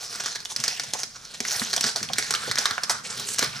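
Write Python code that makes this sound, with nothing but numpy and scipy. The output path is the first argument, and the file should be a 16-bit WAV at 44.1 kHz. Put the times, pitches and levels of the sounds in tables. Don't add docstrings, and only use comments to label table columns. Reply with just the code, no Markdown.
import sys
import numpy as np
from scipy import signal
from scipy.fft import rfft, irfft, next_fast_len
from scipy.io import wavfile

SR = 44100
rng = np.random.default_rng(int(sys.argv[2]) if len(sys.argv) > 2 else 0)


def digitize_waveform(pressure):
    field = np.atleast_2d(pressure).T
    bounded = np.clip(field, -1, 1)
    quanta = np.round(bounded * 32767).astype(np.int16)
    wavfile.write(sys.argv[1], SR, quanta)


def ratio(d):
    e = np.asarray(d, float) / 20
    return 10 ** e


N = 158760

# (time [s], peak level [dB], pitch [Hz],
# wall boom relative level [dB], aftershock decay T60 [s])
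CREASE_SNAPS = [(0.1984, -24, 4840, -34, 0.11), (0.259, -11, 4760, -18, 0.067),
                (0.2801, -22.5, 5640, -11, 0.048), (0.403, -21, 4260, -27, 0.062),
                (0.4504, -18, 5630, -56, 0.055), (0.5105, -24, 5810, -25, 0.069),
                (0.562, -8, 4820, -60, 0.051), (0.601, -14.5, 5670, -34, 0.08),
                (0.6383, -7, 5000, -20.5, 0.085), (0.6794, -5.5, 4800, -31, 0.065),
                (0.7965, -10, 4530, -20.5, 0.059), (0.835, -19.5, 5500, -46, 0.088),
                (0.935, -6.5, 5900, -63, 0.058), (1.0325, -10, 5050, -52, 0.04),
                (1.2513, -26.5, 5100, -40, 0.04),
                (1.4033, -9.5, 5500, -23.5, 0.029), (1.45, -18.5, 3940, -5, 0.036),
                 (1.5957, -10.5, 3670, -39, 0.059), (1.6174, -21.5, 1150, -2, 0.077),
                 (1.7303, -11, 4370, -18, 0.08), (1.7631, -4.5, 5900, -49, 0.05),
                 (1.7798, -23, 5030, -17, 0.053), (1.809, -4, 5620, -51, 0.032),
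                 (1.8401, -7.5, 4430, -17, 0.11), (1.8656, -12.5, 6300, -29, 0.11),
                 (1.9593, -8.5, 4240, -30, 0.24), (2.0283, -12.5, 5030, -23, 0.12),
                 (2.0876, -20, 3020, -44, 0.12), (2.1333, -7.5, 3630, -45, 0.038),
                 (2.1578, -26, 1260, -14, 0.025), (2.1829, -5.5, 7140, -18, 0.093),
                 (2.225, -14.5, 4160, -12, 0.017),
                (2.3067, -7, 6340, -23, 0.064), (2.338, -8, 4360, -15, 0.16),
                 (2.5126, -8, 4130, -14.5, 0.044), (2.5562, -11, 5150, -20, 0.021),
                 (2.584, -8.5, 4810, -22, 0.068), (2.6553, -5.5, 3550, -11.5, 0.066),
                 (2.7092, -9, 3580, -13.5, 0.029), (2.7793, -23, 1700, 3.5, 0.048),
                 (2.8339, -9.5, 5000, -37, 0.067), (2.8959, -7.5, 4900, -16.5, 0.12),
                 (3.3597, -21.5, 6300, -39, 0.062), (3.3845, -8.5, 6100, -35, 0.099),
                 (3.4261, -8, 3880, -12.5, 0.071),
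                (0.157, -18, 5900, -36, 0.043), (0.2373, -17, 8000, -26, 0.024),
               (0.4548, -17.5, 3120, -40, 0.039), (1.7374, -7, 4300, -32, 0.036),
               (1.7778, -12, 3450, -28, 0.036), (1.8887, -18, 2520, -25, .02),
               (1.9808, -21, 4500, -26, 0.028), (2.0056, -29, 1590, -20, 0.047),
               (2.3243, -16.5, 5740, -18, 0.018), (2.3495, -10, 3150, -22, 0.044),
               (2.3585, -17, 3330, -17, 0.027), (2.411, -38, 2870, -15, .03),
               (2.4328, -28, 5500, -2, 0.036), (2.5705, -18, 1890, -25, 0.02),
               (2.5765, -15, 3200, -9, 0.03), (3.1765, -24, 4350, -20, 0.035),
               (3.1967, -18.5, 5900, -30, 0.064), (3.2874, -14, 5900, -42, 0.033),
               (3.3, -27, 7210, -43, 0.025), (3.3442, -16.5, 8000, -38, 0.02),
               (3.3914, -2, 6200, -41, 0.025), (3.4083, -22, 1700, -26, 0.028)]
# (middle time [s], length [s], rustle level [dB], broad walls relative level [dB])
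RUBS = [(0.035, 0.068, -35, -15), (0.14, 0.085, -37, -12), (0.205, 0.012, -27.5, -35),
        (0.267, 0.18, -36.5, -10), (0.361, 0.014, -32.5, 2), (0.513, 0.029, -34.5, -36),
        (0.685, 0.19, -33, -22), (0.861, 0.17, -45.5, -11), (1.001, 0.064, -35, -14),
        (1.16, 0.018, -39.5, -4), (1.265, 0.2, -56, -11), (1.347, 0.014, -35, -15),
        (1.509, 0.11, -31.5, -20), (1.563, 0.082, -54, 14), (1.644, 0.28, -33, -22), (1.873, 0.09, -29, -6),
        (2.236, 0.18, -35.5, -2.5), (2.457, 0.15, -34, -1), (2.627, 0.094, -31, -3), (2.71, 0.12, -39, 3.5),
        (2.836, 0.024, -46.5, 13.5), (2.93, 0.12, -44, 9), (3.058, 0.029, -32.5, -27),
        (3.114, 0.067, -35, -4.5), (3.204, 0.085, -33, -13), (3.307, 0.095, -37, -14),
        (3.385, 0.0063, -30, -23), (3.437, 0.081, -28.5, -1.5), (3.572, 0.14, -38.5, -7)]
# (middle time [s], length [s], level [dB])
EDGE_RUBS = [(.05, .05, -42), (0.525, 0.032, -43), (1.612, 0.04, -37), (2.2, .04, -55), (2.464, 0.051, -47),
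             (2.913, 0.038, -32), (3.296, 0.062, -31.5), (3.336, 0.023, -31)]
# (time [s], peak level [dB], pitch [Hz])
BAG_TUGS = [(0.592, -36, 124), (0.944, -21, 620), (1.4, -25, 244), (1.551, -36, 75.4), (1.61, -21, 185),
            (1.769, -20.5, 656), (1.836, -23, 153), (1.954, -18.5, 600), (2.009, -26.5, 132),
            (2.095, -21.5, 623), (2.1, -33.5, 130), (2.179, -37, 150), (2.473, -18, 270), (2.49, -28, 130),
            (2.705, -33, 108), (2.775, -20.5, 590), (2.701, -21, 875), (2.894, -14.5, 744),
            (3.169, -33, 132), (3.419, -15.5, 330)]
# (time [s], level [dB])
BAG_ROCKING = [(0, -60), (.45, -59.5), (.7, -56), (1.3, -60.5), (1.6, -53.5), (2.2, -51), (2.55, -51.5),
               (2.75, -61), (2.95, -54.5), (3.4, -50), (3.6, -51)]
# (time [s], pitch [Hz])
MOUTH_PITCH = [(0.0, 1260), (0.83, 1670), (1.34, 1220), (1.38, 2030), (1.68, 1280), (1.72, 1490),
               (1.99, 1360), (2.22, 1820), (2.33, 1220), (2.5, 1530), (2.95, 1230), (3.39, 1580),
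               (3.51, 1150), (3.6, 1460)]
# (frequency [Hz], level [dB])
PAPER_COLOUR = [(300, -2), (1280, -5.5), (2700, -1.5), (5800, 4), (7000, -2), (10600, -9.5), (11400, -18),
                (16000, -21)]
# (frequency [Hz], width [Hz], depth [fraction], negative lifts)
COLOUR_HOLLOWS = [
    (330, 174, 0.46),
    (2840, 200, 0.29),
    (5900, 244, -0.059),
]
# (frequency [Hz], phase [rad])
PORT_LEAD = [(200, 0.4), (600, 1.1), (2200, 1.1), (3300, .5), (6400, .25), (9000, .75), (13000, .3)]
# (frequency [Hz], level [dB])
PORT_BALANCE = [(60, -1.5), (300, -2.6), (1200, -3), (2500, -.8), (5000, -1.2), (9000, -2.3), (14000, -.7)]
# (delay [s], level [dB])
CLOSE_ECHOES = [
    (.0026, -20.5),
    (.0052, -26),
    (.0081, -25),
]
# (left pitch [Hz], right pitch [Hz], width [Hz], level [dB])
CUPBOARD_MODES = [(130, 125, 26, -6), (226.4, 234, 9.8, 4), (403, 435, 14, 1), (678, 685, 55, -3.5)]
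# (frequency [Hz], level [dB])
HUM_COLOUR = [(25, 6), (138, 0), (400, -3), (900, -6), (4000, -30)]

SHOCKS_PER_S, SHOCK_DB = 20000, -18
SETTLE_S, SNAP_Q = 0.0062, 2.24
BROAD_DB, BROAD_DB_PER_OCTAVE = 6.9, 14
SPARK_DB, SPARK_HZ, BOOM_DB = -7, 13700, 6
BUCKLES_PER_S, BUCKLE_SPREAD_DB, BUCKLE_CYCLES = 14000, 2.9, 3.0
CLUMP_DB, CLUMPS_PER_S = 1.4, 45
PATCH_DB, PATCHES_PER_S = 3.5, 5.3
REST_DB = -49
WALL_WIDTH_HZ, WALL_DB = 750, -2
EDGE_HZ, EDGE_WIDTH_HZ = 7500, 3800
SAG_HZ, SAG_WIDTH_HZ, SAG_DB = 132, 117, 0.5
PUSH_S, TUG_CYCLES, TUG_DB = 0.006, 1.0, -5.5
ROOM_T60_S, ROOM_DB, ROOM_LOW_HZ, ROOM_CUT_HZ = 0.35, -9.5, 333, 11000
ECHO_SKEW_S, LEFT_DB = 0.00023, -1.6
HUM_DB, HISS_DB = -61, -70
SQUASH, CUTOFF_HZ = 0.2, 16600


def rms_one(x):
    return x / np.sqrt(np.mean(x ** 2) + 1e-20)


def at_hz(points, hz):
    table_hz, values = np.transpose(points)
    return np.interp(np.log(hz + 1), np.log(table_hz), values)


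def at_time(points, t):
    return np.interp(t, *np.transpose(points))


def colour(x, spectrum):
    hz = np.arange(2049) * SR / 4096
    low_fall = np.minimum(1, (hz + 1) / spectrum[0][0]) ** 2
    cepstrum = irfft(np.log(ratio(at_hz(spectrum, hz)) * low_fall))
    cepstrum[1:2048] *= 2
    response = irfft(np.exp(rfft(cepstrum[:2049], 4096)))
    return signal.fftconvolve(x, response)[:len(x)]


def drift(rate):
    r = np.exp(-2 * np.pi * rate / SR)
    noise = rng.standard_normal(N + SR)
    return rms_one(signal.lfilter([1], [1, -2 * r, r * r], noise)[SR:])


def resonance(x, hz, width_hz):
    r = np.exp(-np.pi * width_hz / SR)
    poles = [1, -2 * r * np.cos(2 * np.pi * hz / SR), r * r]
    return signal.lfilter([(1 - r * r) / 2, 0, (r * r - 1) / 2], poles, x + 1e-18)


def twice(x, hz, width_hz):
    return resonance(resonance(x, hz, width_hz), hz, width_hz)


def moving(x, hz, width_hz):
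    out, states = np.empty(N), np.zeros((2, 2))
    r = np.exp(-np.pi * width_hz / SR)
    for i in range(0, N, 512):
        row = [1, 0, -1, 1, -2 * r * np.cos(2 * np.pi * hz[i] / SR), r * r]
        out[i:i + 512], states = signal.sosfilt([row, row], x[i:i + 512], zi=states)
    return out


def clicks(count, per_s, spread_db):
    chance, size, sign = rng.random((3, count))
    level_db = np.minimum(-np.log(size + 1e-9), 5) * spread_db
    return (chance < per_s / SR) * ratio(level_db) * np.sign(sign - 0.5)


def snaps():
    out, t = np.zeros(N + SR), np.arange(SR // 5) / SR
    for s, db, hz, boom_db, t60 in CREASE_SNAPS:
        onset = np.minimum(1, t / 0.00097)
        shocks = clicks(len(t), SHOCKS_PER_S, spread_db=3.5)
        force = ratio(SHOCK_DB - 60 * t / t60) * shocks * onset
        force[[22, 40, 53]] += [0.35, -1, 0.6] * rng.uniform(0.8, 1.2, size=3)

        ring = rms_one(twice(force * np.exp(-t / SETTLE_S), hz, hz / SNAP_Q))
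        broad_db = BROAD_DB + BROAD_DB_PER_OCTAVE * min(0, np.log2(hz / 5500))
        crack = ring + ratio(broad_db) * rms_one(colour(force, PAPER_COLOUR))
        boom = twice(force, at_time(MOUTH_PITCH, s), 2 * WALL_WIDTH_HZ)
        spark = twice(np.eye(40)[0], SPARK_HZ, 6000)

        crack = crack / np.abs(crack).max()
        boom = ratio(boom_db + BOOM_DB) * boom / np.abs(boom).max()
        i = int(s * SR)
        out[i + 30:i + 70] += ratio(db + SPARK_DB) * spark
        out[i:i + len(t)] += ratio(db) * (crack + boom)
    return out[:N]


def swell(s, length, db):
    t = np.arange(N) / SR
    return ratio(db) * np.exp(-(2 * (t - s) / length) ** 2)


def sheets(force):
    grains, dealt = np.zeros(N), rng.integers(0, 18, N)
    for k, hz in enumerate(np.geomspace(400, 15000, 18)):
        ring = twice(force * (dealt == k), hz, hz / BUCKLE_CYCLES)
        grains += ring * ratio(PATCH_DB * drift(PATCHES_PER_S))
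    level = ratio(REST_DB) + sum(swell(s, length, db) for s, length, db, _ in RUBS)
    return level * rms_one(colour(grains, PAPER_COLOUR))


def walls(force):
    uneven = force[::-1] * ratio(1.5 * drift(5.1))
    ring = moving(uneven, at_time(MOUTH_PITCH, np.arange(N) / SR), WALL_WIDTH_HZ)
    level = ratio(REST_DB - 8) + sum(swell(s, length, db + wall_db) for s, length, db, wall_db in RUBS)
    return level * ratio(WALL_DB) * rms_one(ring)


def edges(force):
    level = sum(swell(s, length, db) for s, length, db in EDGE_RUBS)
    return level * rms_one(twice(force, EDGE_HZ, EDGE_WIDTH_HZ))


def rustle():
    force = clicks(N, BUCKLES_PER_S, BUCKLE_SPREAD_DB) * ratio(CLUMP_DB * drift(CLUMPS_PER_S))
    return edges(force) + sheets(force) + walls(force)


def sag():
    rumble = resonance(rng.standard_normal(N), SAG_HZ, SAG_WIDTH_HZ)
    rumble = resonance(rumble, SAG_HZ, 160) * ratio(2.2 * drift(15))
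    return ratio(at_time(BAG_ROCKING, np.arange(N) / SR) + SAG_DB) * rms_one(rumble)


def tugs():
    out, t = np.zeros(N + SR), np.arange(SR // 5) / SR
    for s, db, hz in BAG_TUGS:
        push = rng.standard_normal(len(t)) * (t / PUSH_S) * np.exp(-t / PUSH_S)
        thud = resonance(resonance(push, hz, hz / TUG_CYCLES), hz, 2 * hz)
        i = int(s * SR)
        out[i:i + len(t)] += ratio(db + TUG_DB) * thud / np.abs(thud).max()
    return out[:N]


def ports(x):
    size = next_fast_len(N)
    hz = np.arange(size // 2 + 1) * SR / size
    turn = np.exp(0.5j * at_hz(PORT_LEAD, hz)) * ratio(at_hz(PORT_BALANCE, hz) / 2)
    spectrum = rfft(x, size)
    return np.array([irfft(spectrum * turn, size)[:N], irfft(spectrum / turn, size)[:N]])


def kitchen(x):
    t = np.arange(SR // 2) / SR
    tail = rng.standard_normal((2, len(t))) * ratio(-60 * t / ROOM_T60_S) * np.minimum(1, t / 0.002)
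    band = signal.butter(1, [ROOM_LOW_HZ, ROOM_CUT_HZ], "band", fs=SR, output="sos")
    tail = signal.sosfilt(band, tail)
    tail = ratio(ROOM_DB) * tail / np.sqrt(np.sum(tail ** 2, axis=1, keepdims=True))
    for s, db in CLOSE_ECHOES:
        tail[[0, 1], [int(s * SR), int((s + ECHO_SKEW_S) * SR)]] += ratio(db)
    return signal.fftconvolve(x[None], tail, axes=1)[:, :N]


def cupboard(x):
    out = np.zeros((2, N))
    for left_hz, right_hz, width_hz, db in CUPBOARD_MODES:
        out[0] += ratio(db) * resonance(x, left_hz, width_hz)
        out[1] += ratio(db) * resonance(x, right_hz, width_hz)
    return out


def hum():
    mid, side = (colour(noise, HUM_COLOUR) for noise in rng.standard_normal((2, N)))
    return ratio(HUM_DB) * rms_one(np.array([mid + 0.6 * side, mid - 0.6 * side]))


def scene():
    bag = snaps() + rustle() + sag() + tugs()
    for hz, width_hz, depth in COLOUR_HOLLOWS:
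        bag = bag - depth * resonance(bag, hz, width_hz)
    surroundings = kitchen(bag) + cupboard(bag)
    return ports(bag) + surroundings * ratio([[LEFT_DB], [0]]) + hum()


def roll_off(x):
    return signal.sosfilt(signal.butter(12, 16980, fs=SR, output="sos"), x)


def record(dry):
    puff = signal.sosfilt(signal.butter(1, [15, 200], "band", fs=SR, output="sos"), dry ** 2)
    hiss = ratio(HISS_DB) * rng.standard_normal(N)
    top_cut = signal.cheby2(10, 60, CUTOFF_HZ, fs=SR, output="sos")
    return roll_off(signal.sosfilt(top_cut, dry + SQUASH * puff + hiss))


dry = scene()
out = record(dry)
digitize_waveform(out)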